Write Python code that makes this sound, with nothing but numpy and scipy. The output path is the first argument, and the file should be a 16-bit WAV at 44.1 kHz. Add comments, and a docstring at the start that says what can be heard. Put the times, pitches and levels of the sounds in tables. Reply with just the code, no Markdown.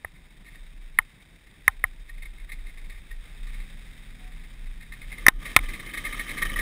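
"""A faint, dull knock on the camera case comes first, over the rasp of hard plastic wheels on gritty asphalt.
A drift trike is towed behind a car and heard from a cased camera on the rider: noise and ticks make the rasp.
Rough spots and knocks set off decaying rings; the engine is a stack of tones, the wind low noise.
Wind and rasp swell near the end, and the car's engine pulls ahead.
Harder knocks later overload a recorder whose coarse sampling mirrors the sound into the treble."""
import sys
import numpy as np
from scipy import signal
from scipy.fft import rfft, irfft, next_fast_len
from scipy.io import wavfile

SR = 44100
rng = np.random.default_rng(int(sys.argv[2]) if len(sys.argv) > 2 else 0)


def master_out(mix):
    """Clip the mix to full scale and print it as 16-bit PCM to the path in sys.argv[1]."""
    frames = np.transpose(np.atleast_2d(mix))
    ceiling = np.clip(frames, -1, 1)
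    pcm = np.round(ceiling * 32767).astype(np.int16)
    wavfile.write(sys.argv[1], SR, pcm)


N = 291501
TIME = np.arange(N) / SR  # [s]

# Wheel rasp, growing with speed and coarser asphalt, before trims: (time [s], level [dB])
RASP_LEVEL = [(0, -62.5), (0.6, -60), (1.45, -61), (1.8, -59.5), (3.15, -58), (3.5, -54), (4.9, -57.5),
              (5.25, -50), (5.31, -55), (5.385, -58), (5.42, -46), (5.9, -47), (6.15, -41.5), (6.61, -43.5)]
# How hard the wheels scrub: (time [s], share [0-1])
SCRUB_SHARE = [(0, 0.01), (5.1, 0.02), (5.36, 0.8), (5.47, 0.47), (6.6, 0.85)]
# Colour of the wheels rolling freely: (frequency [Hz], relative density [dB per Hz])
ROLLING_COLOUR = [(300, -11), (600, -12), (1000, -14), (1200, -10.5), (1360, -10), (1850, -2), (2150, -0.5),
                  (2600, -4.5), (2850, -11.5), (3400, -7), (3720, -1.5), (4200, -17.5), (5000, -13),
                  (5800, -18)]
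# Colour of the wheels scrubbing: (frequency [Hz], relative density [dB per Hz])
SCRUBBING_COLOUR = [(300, -11), (600, -13.5), (900, -24.5), (1080, -15), (1200, 3), (1400, -23.5),
                    (1800, -1), (2200, -6), (2850, -20), (3100, -6), (3850, -19), (4150, -26.5),
                    (4700, -18.5), (5700, -13.5)]
# Sharper grains that crackle while scrubbing: (frequency [Hz], relative level [dB])
CRACKLE_TONES = [(1200, 2.5), (1750, 6.5), (1900, -7), (2100, -16), (2280, -4), (3050, 4.5), (3300, -14),
                 (3600, -16), (3870, -2.5)]
# Ring of the plastic wheels and frame: (frequency [Hz], width of one filter pass [Hz], level [dB])
WHEEL_RINGS = [(1210, 210, -5.5), (1740, 330, -14), (1869, 122, 14), (2124, 222, 18.5), (2387, 300, 3),
               (2980, 290, -10), (3730, 970, -2)]
# Roughest spots of the road: (time [s], strength before trim [dB], upper ring against lower [dB])
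ROUGHEST_SPOTS = [(0.546, -38, -19), (2.088, -34.5, -11.5), (2.221, -32.5, 4), (2.251, -37, 8),
                  (2.491, -33.5, -7), (2.517, -28.5, 8), (2.773, -36.5, -4), (2.895, -34.5, -1),
                  (3.109, -34, -13), (3.468, -34.5, -14), (3.54, -36.5, 4), (4.92, -31, -11),
                  (5.015, -32.5, 6), (5.116, -31, 9.5), (5.18, -30.5, 0), (5.453, -23, -3.5),
                  (5.491, -32, 6), (5.634, -31.5, -2), (5.685, -25, 13), (5.734, -22, 7), (5.793, -27, -1),
                  (5.892, -28, 3), (5.936, -24, -6), (5.97, -23, 0), (6.05, -22, -9), (6.125, -21.5, 7),
                  (6.195, -24.5, -9), (6.376, -22.5, 3), (6.417, -12.5, -13), (6.451, -18, -26),
                  (6.494, -24, -10), (6.559, -17.5, -28), (6.588, -18.5, -24)]
# Lesser rough spots come by chance, more often while the wheels scrub
SPOTS_ROLLING_PER_S, SPOTS_SCRUBBING_PER_S = 4, 16
SPOTS_OVER_RASP_DB, SPOTS_SPREAD_DB, SPOTS_UPPER_DB = 16, 2.5, -1.5
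# Knocks on the camera case, weight, crack and snap apart from level:
# (time [s], level [dB], buzz length [s], buzz [Hz], weight [dB], crack [dB], snap [dB])
CASE_KNOCKS = [(0.0474, -23, 0.0035, 1906, -29.5, -57, -62), (0.9877, -2.5, 0.0034, 1984, -30.5, -27, -19),
               (1.6795, -0.5, 0.0033, 1955, -23, -21, -34), (1.8400, -7.5, 0.0038, 1950, -25, -35, -50),
               (5.2653, 1.5, 0.0035, 1924, -20.5, -22.5, -30), (5.2830, 6.5, 0.004, 1951, -37.5, -1, -12),
               (5.5638, 4, 0.0024, 2215, -15, -6, -3), (5.5667, -4.5, 0.0012, 2320, -46, -8, -16),
               (5.5895, -20.5, 0.0034, 2120, -37, -28, -40)]
# Ring of the case: (frequency [Hz], level [dB], t60 [s])
CASE_RINGS = [(729, -32.5, 0.009), (1048, -15.5, 0.031), (1250, -12, 0.024), (1411, -18, 0.019),
              (1837, -10, 0.027), (2300, -42.5, .016), (2520, -58.5, 0.012), (2720, -28.5, .008),
              (3430, -44.5, 0.0058)]
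# Colour of the case's clack: (frequency [Hz], relative density [dB per Hz])
CLACK_COLOUR = [(200, -33.5), (500, -25), (800, 19), (1100, -4.5), (1550, 13.5), (1900, -60), (2400, -20),
                (3000, 3), (3700, -22.5), (5000, -79.5)]
# Colour of the crack of a hard blow: (frequency [Hz], relative density [dB per Hz])
CRACK_COLOUR = [(60, 0.5), (300, -8.5), (480, -10), (650, -7), (950, -7.5), (1250, 18.5), (1550, 1.5),
                (2350, 14), (3000, -17), (3700, 19.5), (4500, -21), (5800, -44)]
# How strongly the road shakes rider and camera, before trim: (time [s], level [dB])
SHAKE_LEVEL = [(0, -47), (0.42, -54.5), (0.62, -44.5), (0.98, -40.5), (1.15, -60), (1.5, -61),
               (1.68, -42.5), (2.6, -33), (2.8, -38), (3.33, -38.5), (3.5, -28.5), (3.68, -38),
               (4.2, -40.5), (5.4, -33), (5.55, -38.5), (5.61, -24.5), (5.8, -40), (6.4, -33)]
# A faint squeak
SQUEAK_AT_S, SQUEAK_LENGTH_S, SQUEAK_HZ, SQUEAK_DB = 4.15, 0.17, 728, -61.5
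# Towing car idles, pulls away, eases off, pulls again: (time [s], crank turns [Hz], level before trim [dB])
ENGINE_PACE = [(0, 28.6, -71.5), (3.17, 28.52, -62.5), (3.5, 37.77, -55.5), (3.8, 41.3, -57),
               (4.3, 42.13, -58), (5.5, 38.58, -58.5), (6.1, 38.9, -61), (6.6, 43.37, -52)]
# Multiples of the crank rate in the engine's hum: (multiple [-], relative level [dB])
ENGINE_HARMONICS = [(2, -1.5), (3, -0.5), (4, -2), (5, -3.5), (6, -7.5), (7, -15), (8, -28.5)]
# Colour of the wind while rolling: (frequency [Hz], relative density [dB per Hz])
BREEZE_COLOUR = [(10, -10), (30, 12.5), (50, 9), (70, 0), (115, -5), (155, 2.5), (220, -5), (320, -10.5),
                 (500, -17.5), (1000, -17), (3000, -66.5)]
# Colour of the wind while scrubbing: (frequency [Hz], relative density [dB per Hz])
GUST_COLOUR = [(10, -30), (30, -10), (50, -1), (70, -6), (110, -1), (170, -1.5), (280, 1), (350, -5.5),
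               (520, -14), (900, -28), (3000, -59.5)]
# The recorder's coarse sampling rate and its final band limit
HOLD_HZ, EDGE_HZ = 12000, 15600


def rasp(grit_per_s=900, grit_spread_db=4, grit_db=-3, flutter_db=1.53, level_db=1.5, scrub_db=-2):
    """Fine asphalt hisses under the wheels, and single stones tick in it."""
    hiss = rng.standard_normal(N)
    stones = gain_of(grit_db) * grit(grit_per_s, grit_spread_db, size=N)
    db = follow(RASP_LEVEL)[0] + level_db + scrub_db * follow(SCRUB_SHARE)[0]
    db = db + flutter_db * drift(rate_hz=85)
    return blend(hiss + stones, ROLLING_COLOUR, SCRUBBING_COLOUR) * gain_of(db)


def crackle(per_s=70, spread_db=5, t60=0.01, level_db=-2):
    """Single stones flick off the scrubbing wheels, each with a short ring of its own."""
    t = np.arange(SR // 40) / SR
    ticks = np.zeros(N)
    for hz, db in CRACKLE_TONES:
        ring = gain_of(db - 60 * t / t60) * t * np.sin(2 * np.pi * hz * t)
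        ticks += signal.oaconvolve(grit(per_s, spread_db, size=N), ring)[:N]
    return evened(ticks) * follow(SCRUB_SHARE)[0] * gain_of(follow(RASP_LEVEL)[0] + level_db)


def bumps(t60=0.096, rise_s=0.0035, level_db=-6, scrape_db=-6, grit_per_s=3000, grit_spread_db=2):
    """Each rough spot sets off a short gritty chatter that rings the wheels and swells their scrape."""
    out, scrape_force = np.zeros(N), np.zeros(N)
    t = np.arange(SR // 8) / SR
    chatter = grit(grit_per_s, grit_spread_db, size=N)
    rings = [gain_of(db) * resonate(chatter, hz, width, passes=2) for hz, width, db in WHEEL_RINGS]
    lower, upper = sum(rings[:3]), sum(rings[3:])
    for s, db, upper_db in ROUGHEST_SPOTS + rough_spots(count=120):
        force = (1 - np.exp(-t / rise_s)) * gain_of(db + level_db - 60 * t / t60)
        during = (round(s * SR) + np.arange(len(t))) % N
        ring = lower[during] + gain_of(upper_db) * upper[during]
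        add(out, s, evened(ring) * force)
        add(scrape_force, s, force)
    scrape = blend(chatter, ROLLING_COLOUR, SCRUBBING_COLOUR)
    return out + gain_of(scrape_db) * scrape_force * scrape


def rough_spots(count):
    """Lesser rough spots scattered by chance along the road: rows like those of ROUGHEST_SPOTS."""
    place, chance, size = rng.random((count, 3)).T
    at = (place * N).astype(int)
    more_per_s = SPOTS_SCRUBBING_PER_S - SPOTS_ROLLING_PER_S
    per_s = SPOTS_ROLLING_PER_S + more_per_s * follow(SCRUB_SHARE)[0][at]
    db = follow(RASP_LEVEL)[0][at] + SPOTS_OVER_RASP_DB + SPOTS_SPREAD_DB * (2 * size - 1)
    met = chance < per_s * N / SR / count
    return [(s, level, SPOTS_UPPER_DB) for s, level in zip(TIME[at][met], db[met])]


def knocks(ring_rise_s=0.00026, thump_hz=74, thump_t60=0.047, thump_rise_s=0.011, thump_level_db=6,
           crack_t60=0.017, clack_db=-34, clack_t60=0.076, push_s=0.00031,
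           hollow_hz=640, hollow_s=0.00043, snap_hz=3300, snap_s=0.00029,
           hollow_db=5, push_by_weight_db=-6, push_by_crack_db=-6):
    """The struck case buzzes for a few cycles, clacks and rings over a dull thump; hard blows also crack."""
    out, t = np.zeros(N), np.arange(SR // 10) / SR
    onset = 1 - np.exp(-t / ring_rise_s)
    ring = np.zeros(len(t))
    for k, (hz, db, t60) in enumerate(CASE_RINGS):
        # neighbouring rings start in opposite directions
        ring += (-1) ** k * onset * gain_of(db - 60 * t / t60) * np.sin(2 * np.pi * hz * t)
    thump_swell = (1 - np.exp(-t / thump_rise_s)) * gain_of(thump_level_db - 60 * t / thump_t60)
    thump = thump_swell * np.sin(2 * np.pi * thump_hz * t)

    def pulse(swell_s, hz):
        """The wall gives way: a short pulse whose envelope peaks at swell_s, with a tone inside."""
        return t / swell_s * np.exp(1 - t / swell_s) * np.cos(2 * np.pi * hz * t)

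    def burst(points, db, t60):
        """A fading burst of coloured noise."""
        return evened(colour(rng.standard_normal(len(t)), points)) * onset * gain_of(db - 60 * t / t60)

    push, hollow, snap = pulse(push_s, 0), pulse(hollow_s, hollow_hz), pulse(snap_s, snap_hz)
    for s, db, length, buzz_hz, weight_db, crack_db, snap_db in CASE_KNOCKS:
        buzz = np.sin(np.pi * np.minimum(t / length, 1)) * np.sin(2 * np.pi * buzz_hz * t)
        clack = burst(CLACK_COLOUR, clack_db, clack_t60)
        crack = burst(CRACK_COLOUR, crack_db, crack_t60)
        # heavy blows sound hollow and thump, sharp ones snap
        give = gain_of(weight_db + push_by_weight_db) + gain_of(crack_db + push_by_crack_db)
        wall = give * push + gain_of(weight_db + hollow_db) * hollow + gain_of(snap_db) * snap
        struck = gain_of(db) * (buzz + ring + clack)
        add(out, s, struck + crack + wall - gain_of(weight_db) * thump)
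    return out


def shake(sway_hz=28.1, width_hz=17, rattle_hz=38, rattle_db=-13, level_db=-1):
    """The uneven road sets the unsprung frame swinging in short lurches, which shake the camera."""
    road = rng.standard_normal((2, N))
    sway = evened(resonate(road[0], sway_hz, width_hz, passes=3))
    judder = evened(resonate(road[1], rattle_hz, width_hz, passes=3))
    return evened(sway + gain_of(rattle_db) * judder) * gain_of(follow(SHAKE_LEVEL)[0] + level_db)


def squeak(waver=0.0096, arch_hz=12, late=2.0):
    """One thin, unsteady tone that swells slowly and stops quickly, its pitch a shallow arch."""
    along = np.clip((TIME - SQUEAK_AT_S) / SQUEAK_LENGTH_S, 0, 1)
    hz = (SQUEAK_HZ + arch_hz * np.sin(np.pi * along)) * (1 + waver * drift(rate_hz=63))
    tone = evened(np.sin(2 * np.pi * np.cumsum(hz) / SR))
    return tone * gain_of(SQUEAK_DB) * np.sin(np.pi * along ** late)


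def engine(waver=0.0015, throb_db=1.4, level_db=2):
    """Low multiples of the car's crank rate, each throbbing on its own, follow the pull of the engine."""
    hz, db = follow(ENGINE_PACE)
    turns = np.cumsum(hz * (1 + waver * drift(rate_hz=11))) / SR
    hum = np.zeros(N)
    for multiple, order_db in ENGINE_HARMONICS:
        throb = gain_of(order_db + throb_db * drift(rate_hz=8.9))
        hum += throb * np.sin(2 * np.pi * (round(multiple) * turns + rng.random()))
    return evened(hum) * gain_of(db + level_db)


def wind(buffet_db=2, level_db=-57, growth=0.071, gust_db=10):
    """Lumpy low turbulence that grows with the pace of the ride and widens as it grows."""
    pace_db = follow(RASP_LEVEL)[0] - RASP_LEVEL[0][1]  # the rasp stands for the pace
    db = level_db + growth * pace_db + gust_db * follow(SCRUB_SHARE)[0]
    turbulence = blend(rng.standard_normal(N), BREEZE_COLOUR, GUST_COLOUR)
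    return turbulence * gain_of(db + buffet_db * drift(rate_hz=26))


def grit(per_s, spread_db, size):
    """Sparse ticks of stones, mostly small, a few large, evened to rms 1."""
    place, weight, side, chance = rng.random((4, size // 8))
    hit = chance < per_s * size / SR / len(chance)
    ticks = np.sign(side - .5) * (weight + .04) ** (-spread_db / 10) * hit
    return evened(np.bincount((place * size).astype(int), ticks, size))


def blend(x, calm, hard):
    """Crossfades x between two colours as the wheels scrub harder."""
    share = np.clip(follow(SCRUB_SHARE)[0], 0, 1)
    return np.sqrt(1 - share) * evened(colour(x, calm)) + np.sqrt(share) * evened(colour(x, hard))


def colour(x, points):
    """Causal, minimum-phase filter with the given spectrum."""
    hz, db = np.transpose(points)
    bins_hz = abs(np.fft.fftfreq(4096, 1 / SR))
    log_gain = np.log(gain_of(np.interp(np.log(bins_hz + 1), np.log(hz), db)))
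    # the Hilbert transform of the log gain gives the phase
    response = np.fft.ifft(np.exp(np.conj(signal.hilbert(log_gain)))).real
    return signal.oaconvolve(x, response[:len(response) // 2])[:len(x)]


def resonate(x, hz, width, passes):
    """A resonance of peak gain 1, sharpened by repeated passes."""
    for _ in range(passes):
        x = signal.lfilter(*signal.iirpeak(hz, hz / width, fs=SR), x)
    return x


def drift(rate_hz, count=4096):
    """Random wander scaled to rms 1, its faster movement fading out around the given rate."""
    s = np.linspace(0, N / SR, count)
    rolloff = (1 + (np.fft.rfftfreq(count, s[1]) / rate_hz) ** 2) ** 2
    slow = irfft(rfft(rng.standard_normal(count)) / rolloff)
    return np.interp(TIME, s, evened(slow))


def follow(rows):
    """Each column of a time curve, at every sample."""
    s, *columns = np.transpose(rows)
    return [np.interp(TIME, s, column) for column in columns]


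def gain_of(db):
    """Decibels to amplitude."""
    return 10 ** (np.asarray(db) / 20)


def evened(x):
    """Scales to rms 1."""
    return x / np.sqrt(np.mean(x ** 2) + 1e-20)


def add(mix, s, sound):
    """Lays a sound into the mix at time s."""
    part = mix[max(round(s * SR), 0):][:len(sound)]
    part += sound[:len(part)]


def scene():
    """Everything reaches one microphone in the open air."""
    mono = rasp() + crackle() + bumps() + knocks() + shake() + squeak() + engine() + wind()
    return np.array([mono, mono])


def duck(x, limit_db=-14, strength=4, recover_db_per_s=90, sense_s=0.048, close_s=0.014):
    """Sluggish gain control: a run of loud knocks turns the sound down for a moment."""
    def lag(v, seconds):
        """One-pole smoothing."""
        r = np.exp(-1 / (seconds * SR))
        return signal.lfilter([1 - r], [1, -r], v)
    power_db = 10 * np.log10(lag(np.mean(x ** 2, 0), sense_s) + 1e-12)
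    # the reduction recovers from each peak at a steady rate
    fall = TIME * recover_db_per_s
    over_db = np.maximum.accumulate(strength * np.maximum(power_db - limit_db, 0) + fall) - fall
    return x * gain_of(-lag(over_db, close_s))


def record(dry):
    """Held coarse samples mirror the sound; overload, gain control and a band limit follow, in mono."""
    low_pass = signal.firwin(301, HOLD_HZ / 2 - 150, fs=SR)[None]
    narrow = signal.oaconvolve(dry[:1], low_pass, "same")
    # coarse sampling mirrors the sound around its rate, and holding each sample dulls it
    mirrored = narrow * (1 + 2 * np.cos(2 * np.pi * HOLD_HZ * TIME))
    size = next_fast_len(N)
    hold_response = np.sinc(np.fft.rfftfreq(size, 1 / SR) / HOLD_HZ)
    held = irfft(rfft(mirrored, size) * hold_response, size)[:, :N]
    clipped = np.clip(held, -.95, .95)
    band_limit = signal.firwin(301, EDGE_HZ, window=("kaiser", 9), fs=SR)[None]
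    mono = signal.oaconvolve(duck(clipped), band_limit, "same")
    return np.vstack([mono, mono])


dry = scene()
out = record(dry)
master_out(out)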